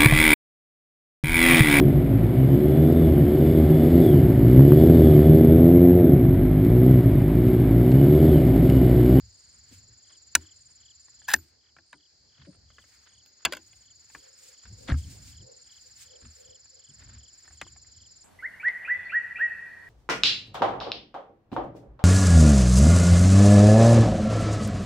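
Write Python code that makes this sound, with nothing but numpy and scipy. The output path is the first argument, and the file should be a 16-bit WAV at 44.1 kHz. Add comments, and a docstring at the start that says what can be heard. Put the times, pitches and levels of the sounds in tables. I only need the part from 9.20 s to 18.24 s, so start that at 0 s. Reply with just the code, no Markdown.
"""Outdoors at a hollow plastic table: a small rifle close below a phone held above it, recorded in stereo.
The steel bolt is closed, opened and drawn back, an empty brass case drops and bounces, the rifle is laid
down and fingers tap among cartridges: gritty contacts ring decaying modes, and the table answers low.
Four near insects, built of sagging tones, sing over a far chorus; shaped noise makes the cloth rustle,
the rubs and scuffs, and the rumble of table and grip."""
import sys
import numpy as np
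from scipy import signal
from scipy.fft import rfft, irfft
from scipy.io import wavfile
from scipy.ndimage import uniform_filter1d

SR = 44100
rng = np.random.default_rng(int(sys.argv[2]) if len(sys.argv) > 2 else 0)


def unload_audio(sound):
    """Save the sound as a 16-bit wav file, at the path given as the first command line argument."""
    columns = np.transpose(np.atleast_2d(sound))
    # keep every value between -1 and 1, then stretch to whole-number steps
    steps = np.round(np.clip(columns, -1, 1) * 32767)
    wavfile.write(sys.argv[1], SR, steps.astype(np.int16))


N = 398663
T = np.arange(N) / SR  # s

# level of the far chorus as heard, lower for a while after the loud bolt: start_s [s], level_db [dB]
CHORUS_LEVEL = [(0.0, -64), (2.03, -64), (2.2, -70), (4.58, -65.5), (5.76, -63), (6.72, -63), (7.58, -65),
                (9.04, -63.5)]
# level of the rumble of hands on rifle and table: start_s [s], level_db [dB]
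RUMBLE_LEVEL = [(0.0, -71), (.65, -61.5), (.85, -71.5), (1.91, -73.5), (2.16, -65), (2.8, -82.5),
                (3.4, -64), (3.62, -73.5), (4.51, -69.5), (5.44, -76.5), (5.66, -47), (5.87, -46.5),
                (6.34, -70.5), (7.68, -73), (7.88, -53), (8.08, -69), (8.66, -62.5), (9.04, -68)]
# noise colours, relative spectral density: pitch_hz [Hz], level_db [dB per Hz]
CHORUS_SPECTRUM = [(2500, -23), (3700, -17.5), (4200, -2), (4800, 2), (5400, -5.5), (5900, -12.5),
                   (7300, -3.5), (7800, -28.5), (12500, -43.5), (13800, -31.5), (15000, -41)]
RUMBLE_SPECTRUM = [(15, -54.5), (25, -28), (52, -5), (70, -1.5), (98, -2.5), (171, -17), (300, -24),
                   (390, -55), (660, -120)]
GRIP_SPECTRUM = [(150, -3), (300, -1), (600, -4), (900, -9.5), (1200, -16.5)]
AIR_SPECTRUM = [(700, -9.5), (1100, -8.5), (1600, -1), (2300, -4), (3000, -11.5), (3800, -12.5)]
RUSTLE_SPECTRUM = [(2000, -4), (4000, -2), (8000, 3), (11000, -11.5), (15500, -8.5), (16500, -30.5)]
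SCUFF_SPECTRUM = [(300, -7), (800, -9), (1600, 2), (2500, -6), (4500, -5.5), (7000, -26.5)]
RUB_SPECTRUM = [(300, -24.5), (430, -2), (520, 5.5), (620, -10.5), (1100, -24), (1500, -42.5)]
# low thuds of the table top under bolt, rifle and hands: start_s [s], level_db [peak dB], pitch_hz [Hz]
TABLE_THUDS = [(.009, -42, 61.6), (.516, -48.5, 270), (.54, -52, 91), (.689, -54.5, 109), (1.185, -45, 85),
               (2.175, -46.5, 75), (3.198, -49, 79.2), (3.273, -39.5, 169.5), (3.45, -53.5, 69.87),
               (5.459, -43.5, 70.24), (5.504, -39, 96), (5.688, -25.5, 306), (5.701, -22.5, 128),
               (5.712, -14.5, 79.58), (5.9, -40.5, 111.4), (6.204, -44, 109.9), (7.028, -43, 75.13),
               (7.692, -51.5, 126.2), (7.906, -42, 65), (8.291, -53, 70.0)]
# trilling cricket: time_s [s], strokes_so_far [count]
TRILL_STROKES = [(.053, 1), (2.195, 45), (2.265, 46), (3.265, 67), (3.5, 72), (4.713, 97), (4.99, 103),
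                 (5.88, 121), (7.062, 145), (9.114, 187)]
# its two bouts, with a pause between: start_s [s], end_s [s], warm_level_db [dB]
SINGING_BOUTS = [(-1.23, 2.21, -53.5), (3.5, 9.2, -52)]
# katydid: start_s [s, first tick], ticks [count]
KATYDID_BUZZES = [(.13, 16), (.861, 8), (1.347, 14), (1.80, 7), (2.014, 5), (2.666, 8), (3.251, 8),
                  (3.877, 8), (4.511, 7), (5.114, 8), (5.768, 8), (6.355, 9), (6.985, 9), (7.641, 8),
                  (8.271, 8), (8.974, 5)]
# chirping cricket: last_stroke_s [s], strokes [count, after one soft lead-in], level_db [dB]
CRICKET_CHIRPS = [(.551, 3, -64), (.956, 5, -59), (1.32, 5, -58), (1.715, 5, -57), (2.08, 4, -58),
                  (2.494, 4, -65), (2.861, 5, -63), (3.232, 6, -62), (3.625, 6, -61), (4.007, 6, -61),
                  (4.377, 5, -66), (4.71, 4, -61), (5.061, 5, -63), (5.424, 5, -65), (5.844, 4, -56),
                  (6.212, 5, -57), (6.581, 5, -56), (6.961, 5, -57), (7.357, 6, -57), (7.704, 5, -58),
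                  (8.088, 5, -58), (8.481, 5, -57), (8.861, 5, -59)]
# soft swells of cloth: middle_s [s], length_s [s], level_db [dB]
CLOTH_SWISHES = [(.3, 0.53, -88.5), (.55, 0.11, -78), (1.22, 0.12, -84), (2.22, 0.13, -80.5),
                 (3.72, 0.25, -82), (4.45, 0.305, -87), (5.0, 0.308, -81.5), (5.26, 0.13, -74),
                 (5.8, 0.39, -74.5), (5.94, 0.1, -70.5), (6.08, 0.14, -73.5), (6.6, 0.26, -82.5),
                 (6.81, 0.087, -69), (7.2, 0.18, -80.5), (7.8, 0.097, -85), (8.3, 0.33, -87.5)]
# brief mid-pitched scuffs and rattles of hands and rifle: middle_s [s], length_s [s], level_db [dB]
SCUFF_SWELLS = [(.92, 0.074, -72.5), (3.22, 0.092, -68), (3.34, 0.0294, -71.5), (3.88, 0.079, -67.5),
                (5.46, 0.049, -64.5), (5.70, 0.036, -49), (1.2, 0.095, -68), (4.29, 0.1, -60.5),
                (8.25, 0.0273, -71), (7.04, 0.074, -68), (7.85, 0.108, -65.5), (7.95, 0.11, -66)]
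# soft low rubs close to the ports: middle_s [s], length_s [s], level_db [dB]
PORT_RUBS = [(5.05, 0.19, -74), (5.27, 0.15, -74.5), (5.65, .12, -62.5), (6.32, 0.13, -64),
             (6.67, 0.0403, -72), (6.95, 0.11, -63), (7.27, 0.15, -66), (7.58, 0.09, -70.5)]
# blows: start_s [s], level_db [peak dB], pitch_hz [Hz, main ring of each blow], tilt_db [dB/octave]
TAP_BLOWS = [(.911, -57, 1820, -1.7), (1.881, -52.5, 1000, -1.5), (2.017, -47.5, 1640, -5),
             (2.565, -44, 1561, -4), (2.584, -46, 1750, -4), (2.729, -36, 1690, -3),
             (3.502, -51, 1304, -0.5), (3.583, -41.5, 1474, -3), (3.64, -51, 1616, -.95),
             (4.899, -49, 900, -1.8), (4.948, -30.5, 1300, -2.7), (5.453, -44, 1580, 2),
             (5.685, -27.5, 3400, -1.5), (5.691, -29, 1495, -1), (5.699, -26, 1600, -2.5),
             (5.705, -32.5, 1510, -7), (5.719, -26, 1700, -3), (5.739, -36, 1670, -4),
             (7.455, -56.5, 1537, -2.2), (7.594, -61.5, 1600, 3), (7.824, -52, 1900, -1.8),
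             (8.253, -50.5, 1900, .3), (8.277, -43.5, 1670, -1.7), (8.306, -49.5, 1763, -6),
             (8.413, -25.5, 1600, 2), (8.415, -27.5, 875, -1), (8.464, -47.5, 1070, -1.6),
             (8.56, -49, 901, -7), (8.645, -57, 2003, -1.5)]
BOLT_BLOWS = [(1.151, 0, 1450, 2.5), (2.083, -27.5, 996, -0.2), (2.086, -20, 1696, -1.3),
              (2.136, -5.5, 1731, 4.5), (2.138, -1, 1728, 1.47), (2.161, -33.5, 1587, 4.5),
              (2.187, -49.5, 1530, 4)]
CASE_BLOWS = [(4.0595, -48, 6600, 3), (4.2505, -7, 2150, 0.31), (4.2544, -13, 1590, .3),
              (4.3228, -21, 1940, 0.33), (4.333, -21.5, 2170, .32), (4.3485, -34, 2210, .3),
              (4.368, -31.5, 1587, 0.49), (4.529, -47.5, 1500, 0.224)]
# resonances before each blow stretches and scatters them: pitch_hz [Hz], level_db [dB], t60_s [s]
STOCK_MODES = [(675, -5.5, 0.05), (950, -7.5, 0.1), (1227, -7, 0.13), (1660, 7, 0.075), (2194, 0, 0.07),
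               (3215, -2, 0.065), (4530, -5.5, 0.038), (7190, 4.5, 0.0098), (10400, -16.5, 0.0079)]
STEEL_MODES = [(852.4, -20, 0.073), (1300, -10, 0.0072), (1738, -1, 0.03), (2570, -10, 0.032),
               (3560, -26.5, 0.039), (4410, -19.5, 0.037), (5154, -11.5, 0.022), (6330, 0, 0.011),
               (7680, -20, 0.034), (9420, -17, 0.026), (11840, -29.5, 0.015), (14760, -42, 0.031)]
BRASS_ON_TABLE_MODES = [(590, -11, 0.0446), (1044, -18.5, 0.093), (1534, -6.5, 0.061), (2164, -8, 0.047),
                        (2696, -8, 0.048), (3270, -5, 0.038), (3930, -9.5, 0.011), (4814, -4.5, 0.029),
                        (6560, -12, 0.033), (7530, -5.5, 0.01), (9500, -11, 0.014), (11670, -14, 0.0033)]
TABLE_MODES = [(71.5, -4, 0.52), (166.1, -6.5, 0.201), (252, -4, 0.12), (329.7, -8, 0.27),
               (480.3, -13, .09), (720, -14, 0.095)]
# how each kind of blow lands: main_ring_db [dB], crack_db [dB], mode_scatter [share], ring_stretch [factor],
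# contact_ms [ms], lowest_hz [Hz], table_thump_db [dB], thump_tilt_db [dB/octave]
TAP_LANDING = (11.0, -1.5, .17, .55, 1.1, 310, -20, .96)
BOLT_LANDING = (8.5, 4.5, 0.07, 0.77, 1.01, 780.5, -33, 1.5)
CASE_LANDING = (-4.5, 6.5, -0.05, 0.9486, 0.76, 295, -23.5, 8)
# pings of the brass case, thrown clear or bouncing: start_s [s], level_db [dB]
CASE_PINGS = [(2.15, -40.5), (4.06, -69), (4.325, -57)]
# left port against the right on near blows: pitch_hz [Hz], level_db [dB], lead_rad [radians]
LEFT_PORT = [(150, 0, 0), (300, 2.5, -.6), (750, 3.5, -.6), (1400, 1, -.2), (2150, 0, .6), (2600, 0, -.8),
             (3100, 0, .3), (4000, 0, 0)]

GRIP_DB, GRIP_FOLLOWS = -79.5, 0.4464  # level when the rumble is at -70 dB; dB per dB of rumble
AIR_UNDER_CHORUS_DB = -13
AIR_SWISH_DB, AIR_FOLLOWS = -72.5, .45  # level at a swish of -79 dB; dB per dB of swish
THUD_CYCLES = 18.0  # cycles to fall 60 dB, before ring() shortens the decay
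TRILL_HZ, COLD_DROP_HZ, COLD_DROP_DB = 7152, 489.4, 15
WARM_PITCH_S, WARM_LEVEL_S = .72, 0.85  # time constants
BUZZ_DB, BUZZ_FOLLOWS = -66, 0.3  # level when the chorus is at -61 dB; dB per dB of chorus
BLOW_PAN_DB = .7  # left over right
THUMP_PER_DB = -0.1284  # harder blows move the table relatively less (dB per dB above -30)
SLIDE_FROM_S, SLIDE_TO_S, SLIDE_DB = 2.087, 2.137, -30.5
SLIDE_RISE_DB_S, SLIDE_FALL_DB_S, SLIDE_RING_HZ = 2499, 1200, 1730
PING_HZ, PING_T60_S = 13910, 0.17
PAIRS_FROM_S, PAIRS_DB, PAIRS_RISE_DB_S = 4.7, -60, 45
TOP_HZ = 16300  # upper limit of the microphone


def undb(db):
    """Gain of a level in dB."""
    return 10 ** (np.asarray(db) / 20)


def curve(rows):
    """A table of (s, value) read at every sample."""
    return np.interp(T, *np.transpose(rows))


def noise(colour, lo_hz, hi_hz):
    """Random noise with a given spectrum, rms 1 between lo and hi."""
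    hz = np.arange(N // 2 + 1) * SR / N + 0.00074  # keeps the logarithm finite
    at_hz, db = np.transpose(colour)
    colour_db = np.interp(np.log(hz), np.log(at_hz), db, -90, -90)
    spectrum = rfft(rng.standard_normal(N)) * undb(colour_db)
    in_band = spectrum[(hz > lo_hz) & (hz < hi_hz)]
    return irfft(spectrum, N) * N / np.sqrt(2 * np.sum(np.abs(in_band) ** 2))


def walk(rate):
    """Random levels held 1 / rate s and smoothed twice; spread near 1."""
    hold = int(SR / rate)
    steps = np.repeat(rng.standard_normal(N // hold + 1), hold)
    return 1.3 * uniform_filter1d(uniform_filter1d(steps, hold), hold)[:N]


def bed(level_db, colour, lo_hz, hi_hz, alike, flicker_db, rate):
    """A diffuse flickering noise; mid and side set the likeness of left and right, -1 to 1."""
    mid = noise(colour, lo_hz, hi_hz)
    side = noise(colour, lo_hz, hi_hz) * np.sqrt((1 - alike) / (1 + alike))
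    return np.array([mid + side, mid - side]) * undb(level_db + flicker_db * walk(rate))


def add(out, s, x, pan_db=0.):
    """Mix x into both channels from time s, the left pan_db above the right."""
    i = int(s * SR)
    x = x[max(-i, 0):max(N - i, 0)]
    start = max(i, 0)
    out[:, start:start + len(x)] += x * undb([[pan_db / 2], [-pan_db / 2]])


def swells(events):
    """Level in dB of a row of soft bell-shaped swells whose powers add."""
    power = sum(undb(2 * db) * np.exp(-(2.48 * (T - s) / length) ** 2) for s, length, db in events)
    return 10 * np.log10(power + 1e-14)


def stroke(start_hz, drop_hz, bend, length_s):
    """One wing stroke: a tone that sags as the wings close; rms near 1 in the middle."""
    u = np.linspace(0, 1, int(length_s * SR))
    phase = 2 * np.pi * np.cumsum(start_hz - drop_hz * u ** bend) / SR
    return np.sqrt(2 * np.sin(np.pi * u)) * np.sin(phase + 2 * np.pi * rng.random())


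def ring(modes, tilt_db, stretch, spread):
    """Impulse response of decaying modes; each is a cluster of close neighbours that differs every time."""
    hz, db, t60 = np.repeat(np.transpose(modes), 8, axis=1)[:, :, None]
    t60 = np.clip(t60 * stretch, 1e-3, .3)
    t = T[:int(max(t60.max(), .07) * SR) + 1]
    hz = np.minimum(hz * np.exp(spread * rng.standard_normal(hz.shape)), .45 * SR)
    gain = undb(db + tilt_db * np.log2(hz / 1500)) * rng.choice([-1, 1], size=hz.shape)
    return np.sum(gain * np.sin(2 * np.pi * hz * t) * undb(-60 * t / t60), axis=0)


def contact(length_ms):
    """A gritty push that rises and dies away; dense grit favours no pitch and leaves no net force."""
    samples = int(length_ms * 0.01 * SR) + 8
    u = np.arange(samples) / SR / (length_ms * 1e-3 + 1e-4)
    spectrum = rfft(u * np.exp(-u) * rng.standard_normal(samples))
    spectrum = spectrum / np.abs(spectrum + 1e-12) ** .75  # evens out the pitches
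    spectrum[0] = 0
    return irfft(spectrum, samples) * np.minimum(1, 3 * np.exp(-u / 2))


def blows(out, events, modes, landing):
    """A short contact excites the modes, cracks and rattles briefly; the table top answers late and low."""
    main_db, crack_db, spread, stretch, contact_ms, low_hz, thump_db, thump_tilt_db = landing
    t = T[:3000]
    low_cut = signal.butter(3, low_hz, "high", fs=SR, output="sos")
    for s, db, main_hz, tilt_db in events:
        body = ring(modes, tilt_db, stretch, spread)[:3000]
        body += ring([(main_hz, main_db, .028)], 0, stretch, 0.033)[:3000]
        # a quick crack with a weak longer rattle behind it
        decay = undb(-60 * t / 0.0067) + 0.026 * undb(-60 * t / .07)
        rattle = signal.lfilter([.6], [1, -.4], rng.standard_normal(3000) * decay)
        body += undb(crack_db + 4.0 * tilt_db) * rattle
        x = signal.sosfilt(low_cut, signal.fftconvolve(body, contact(contact_ms)))
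        add(out, s, undb(db) * x / np.abs(x).max(), BLOW_PAN_DB)
        thump = signal.fftconvolve(ring(TABLE_MODES, thump_tilt_db, 0.98, 0.11), contact(4.0))
        thump_level_db = db + thump_db + THUMP_PER_DB * (db + 30)
        add(out, s + 0.0031, undb(thump_level_db) * thump / np.abs(thump).max(), 1.5)


def chorus():
    """Far crickets: a noise blur, with single sagging strokes showing through from either side."""
    level_db = curve(CHORUS_LEVEL)
    far = np.zeros((2, N))
    for s, hz, db, pan in rng.random((700, 4)):
        x = undb(-4.0 - 6.6 * db) * stroke(4500 + 1100 * hz, 500, 0.82, 0.019)
        add(far, s * N / SR, x, 16 * pan - 8)
    blur = bed(level_db, CHORUS_SPECTRUM, 4100, 5600, 0.22, .7, 12)
    return blur * undb(0.5) + far * undb(level_db)


def rumble():
    """Hands on rifle and table: low noise, nearly alike in both ports."""
    return bed(curve(RUMBLE_LEVEL), RUMBLE_SPECTRUM, 40, 220, .93, 3.0, 12)


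def grip():
    """Grip noise: low-mid noise that follows the rumble by less than half in dB."""
    level_db = GRIP_DB + GRIP_FOLLOWS * (curve(RUMBLE_LEVEL) + 70)
    return bed(level_db, GRIP_SPECTRUM, 170, 1400, .1, 2.4, 40)


def air():
    """Mid-pitched hiss: a part under the chorus and a part that follows the cloth, summed in power."""
    under_chorus = undb(curve(CHORUS_LEVEL) + AIR_UNDER_CHORUS_DB)
    stirred = undb(AIR_SWISH_DB + AIR_FOLLOWS * (swells(CLOTH_SWISHES) + 79))
    level_db = 20 * np.log10(np.hypot(under_chorus, stirred))
    return bed(level_db, AIR_SPECTRUM, 845, 2600, .3, 2.1, 39)


def trill(out):
    """Even wing strokes that hold their pitch and sag at the end; each bout starts low and soft and warms up."""
    at_s, made = np.transpose(TRILL_STROKES)
    for s in np.interp(np.arange(made[-1]), made, at_s, .004):
        for start, end, full_db in SINGING_BOUTS:
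            if start <= s < end:
                db = full_db - COLD_DROP_DB * np.exp((start - s) / WARM_LEVEL_S)
                db += .8 * rng.standard_normal()
                hz = TRILL_HZ - COLD_DROP_HZ * np.exp((start - s) / WARM_PITCH_S)
                add(out, s - .0105, undb(db) * stroke(hz, 700, 5.0, .024), .3)


def thuds(out):
    """Uneven pushes on the hollow top, shorter when harder or higher: a low ring and weaker upper ones."""
    for s, db, hz in TABLE_THUDS:
        t60 = THUD_CYCLES / hz
        push_ms = 1900 / hz * undb(-.22 * (db + 45.0))
        modes = [(hz, 0, t60), (1.7 * hz, -8, 0.661 * t60),
                 (3.14 * hz, -16, .5 * t60), (3.4 * hz, -24, 0.5 * t60)]
        x = signal.fftconvolve(ring(modes, 0, 0.941, 0.072), contact(push_ms))
        add(out, s - push_ms * 7e-4, undb(db) * x / np.abs(x).max(), .7)


def rustle():
    """Cloth swishes: bright noise in soft swells."""
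    return bed(swells(CLOTH_SWISHES), RUSTLE_SPECTRUM, 9300, 11000, .3, 3.5, 40)


def katydid(out):
    """A high ticking buzz of short sagging tones that swells over its first ticks."""
    for s, count in KATYDID_BUZZES:
        chorus_db = np.interp(s, *np.transpose(CHORUS_LEVEL))
        buzz_db = BUZZ_DB + BUZZ_FOLLOWS * (chorus_db + 61)
        for k in range(count):
            db = buzz_db - 0.5 - 4.6 * 0.61 ** k + 1.8 * rng.standard_normal()
            add(out, s + .0155 * k - .005, undb(db) * stroke(8686, 220, 1.5, 0.0087))


def chirps(out):
    """Groups of sagging wing strokes that swell from a soft lead-in."""
    for s, count, level_db in CRICKET_CHIRPS:
        for k in range(-1, count):
            db = level_db - 2.5 - 8 * .5 ** k + rng.standard_normal()
            start_s = s - .0266 * (count - 1 - k) - .009
            add(out, start_s, undb(db) * stroke(3500, 650, 1.1, .017), 2.2)


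def scuffs():
    """Brief mid-pitched scuffs and rattles of hands and rifle: fast-flickering noise in short swells."""
    return bed(swells(SCUFF_SWELLS), SCUFF_SPECTRUM, 800, 3000, 0.42, 4.5, 150)


def taps(out):
    """Taps of fingers and rifle ring the modes of the stock."""
    blows(out, TAP_BLOWS, STOCK_MODES, TAP_LANDING)


def bolt(out):
    """The bolt is closed, opened and drawn back: sharp contacts ring the steel."""
    blows(out, BOLT_BLOWS, STEEL_MODES, BOLT_LANDING)


def slide(out):
    """The bolt scrapes back along its track: dense uneven catches of steel on steel ring it."""
    grit = rng.standard_normal(N) * undb(rng.exponential(size=N) + 4.0 * walk(300))
    body = ring(STEEL_MODES, -3.5, .55, 0.12)[:1500]
    body += ring([(SLIDE_RING_HZ, 1.5, .04)], 0, .9, .02)[:1500]
    x = signal.fftconvolve(grit, body)[:N]
    x += 7.0 * np.diff(grit, prepend=0)  # bright edge
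    x += 12.0 * signal.lfilter([.3, 0, -.3], [1, -1.5, .62], grit)  # broad scrape near 2 kHz
    rise_db = SLIDE_RISE_DB_S * (T - SLIDE_FROM_S)
    fall_db = SLIDE_FALL_DB_S * (SLIDE_TO_S - T)
    fade_db = np.minimum(0, np.minimum(rise_db, fall_db))
    out += x / x.std() * undb(SLIDE_DB + fade_db)


def pings(out):
    """The brass case pings, thrown clear or bouncing: one high decaying sine each time."""
    t = T[:12000]
    for s, db in CASE_PINGS:
        add(out, s, undb(db - 60 * t / PING_T60_S) * np.sin(2 * np.pi * PING_HZ * t))


def case(out):
    """The empty case drops and bounces: contacts ring brass and table together."""
    blows(out, CASE_BLOWS, BRASS_ON_TABLE_MODES, CASE_LANDING)


def pairs(out):
    """A cricket that joins late: two or three short sagging strokes, some twenty times a second."""
    for s in np.arange(PAIRS_FROM_S, N / SR, .0515):
        rise_db = min(0, PAIRS_RISE_DB_S * (s - PAIRS_FROM_S) - 17)
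        for k in range(rng.integers(2, 4)):
            db = PAIRS_DB + rise_db + 0.61 * rng.standard_normal()
            start_s = s + .017 * k + .003 * rng.standard_normal()
            add(out, start_s, undb(db) * stroke(5500, 550, 1.1, .009), -3.0)


def rubs():
    """Soft low rubs close to the ports: noise largely opposed between left and right."""
    return bed(swells(PORT_RUBS), RUB_SPECTRUM, 300, 800, -0.67, 2.2, 30)


def between_ports(near):
    """Near blows reach the two ports with a level and phase difference, split evenly between them."""
    hz = np.arange(N // 2 + 1) * SR / N
    at_hz, db, lead = np.transpose(LEFT_PORT)
    half = undb(np.interp(hz, at_hz, db) / 2) * np.exp(.5j * np.interp(hz, at_hz, lead))
    return irfft(rfft(near) * [half, 1 / half], N)


def scene():
    """Diffuse beds, then the near blows as the two ports hear them, then the near insects."""
    out = chorus() + rumble() + grip() + air() + rustle() + scuffs() + rubs()
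    near = np.zeros((2, N))
    for source in (thuds, taps, bolt, slide, pings, case):
        source(near)
    out += between_ports(near)
    for insect in (trill, katydid, chirps, pairs):
        insect(out)
    return out


def record(dry):
    """The left port hears the treble a fixed angle late; the phone rounds the peaks and cuts bottom and top."""
    hz = np.arange(N // 2 + 1) * SR / N
    lag_rad = np.interp(hz, [4300, 5500], [0, 1.35])
    left = irfft(rfft(dry[0]) * np.exp(-1j * lag_rad), N)
    low_cut = signal.butter(2, 35, "high", fs=SR, output="sos")
    both = signal.sosfilt(low_cut, np.array([left, dry[1]]))
    rounded = .9 * np.tanh(both / .9)
    high_cut = signal.ellip(8, .2, 70, TOP_HZ, fs=SR, output="sos")
    return signal.sosfilt(high_cut, rounded)


dry = scene()
out = record(dry)
unload_audio(out)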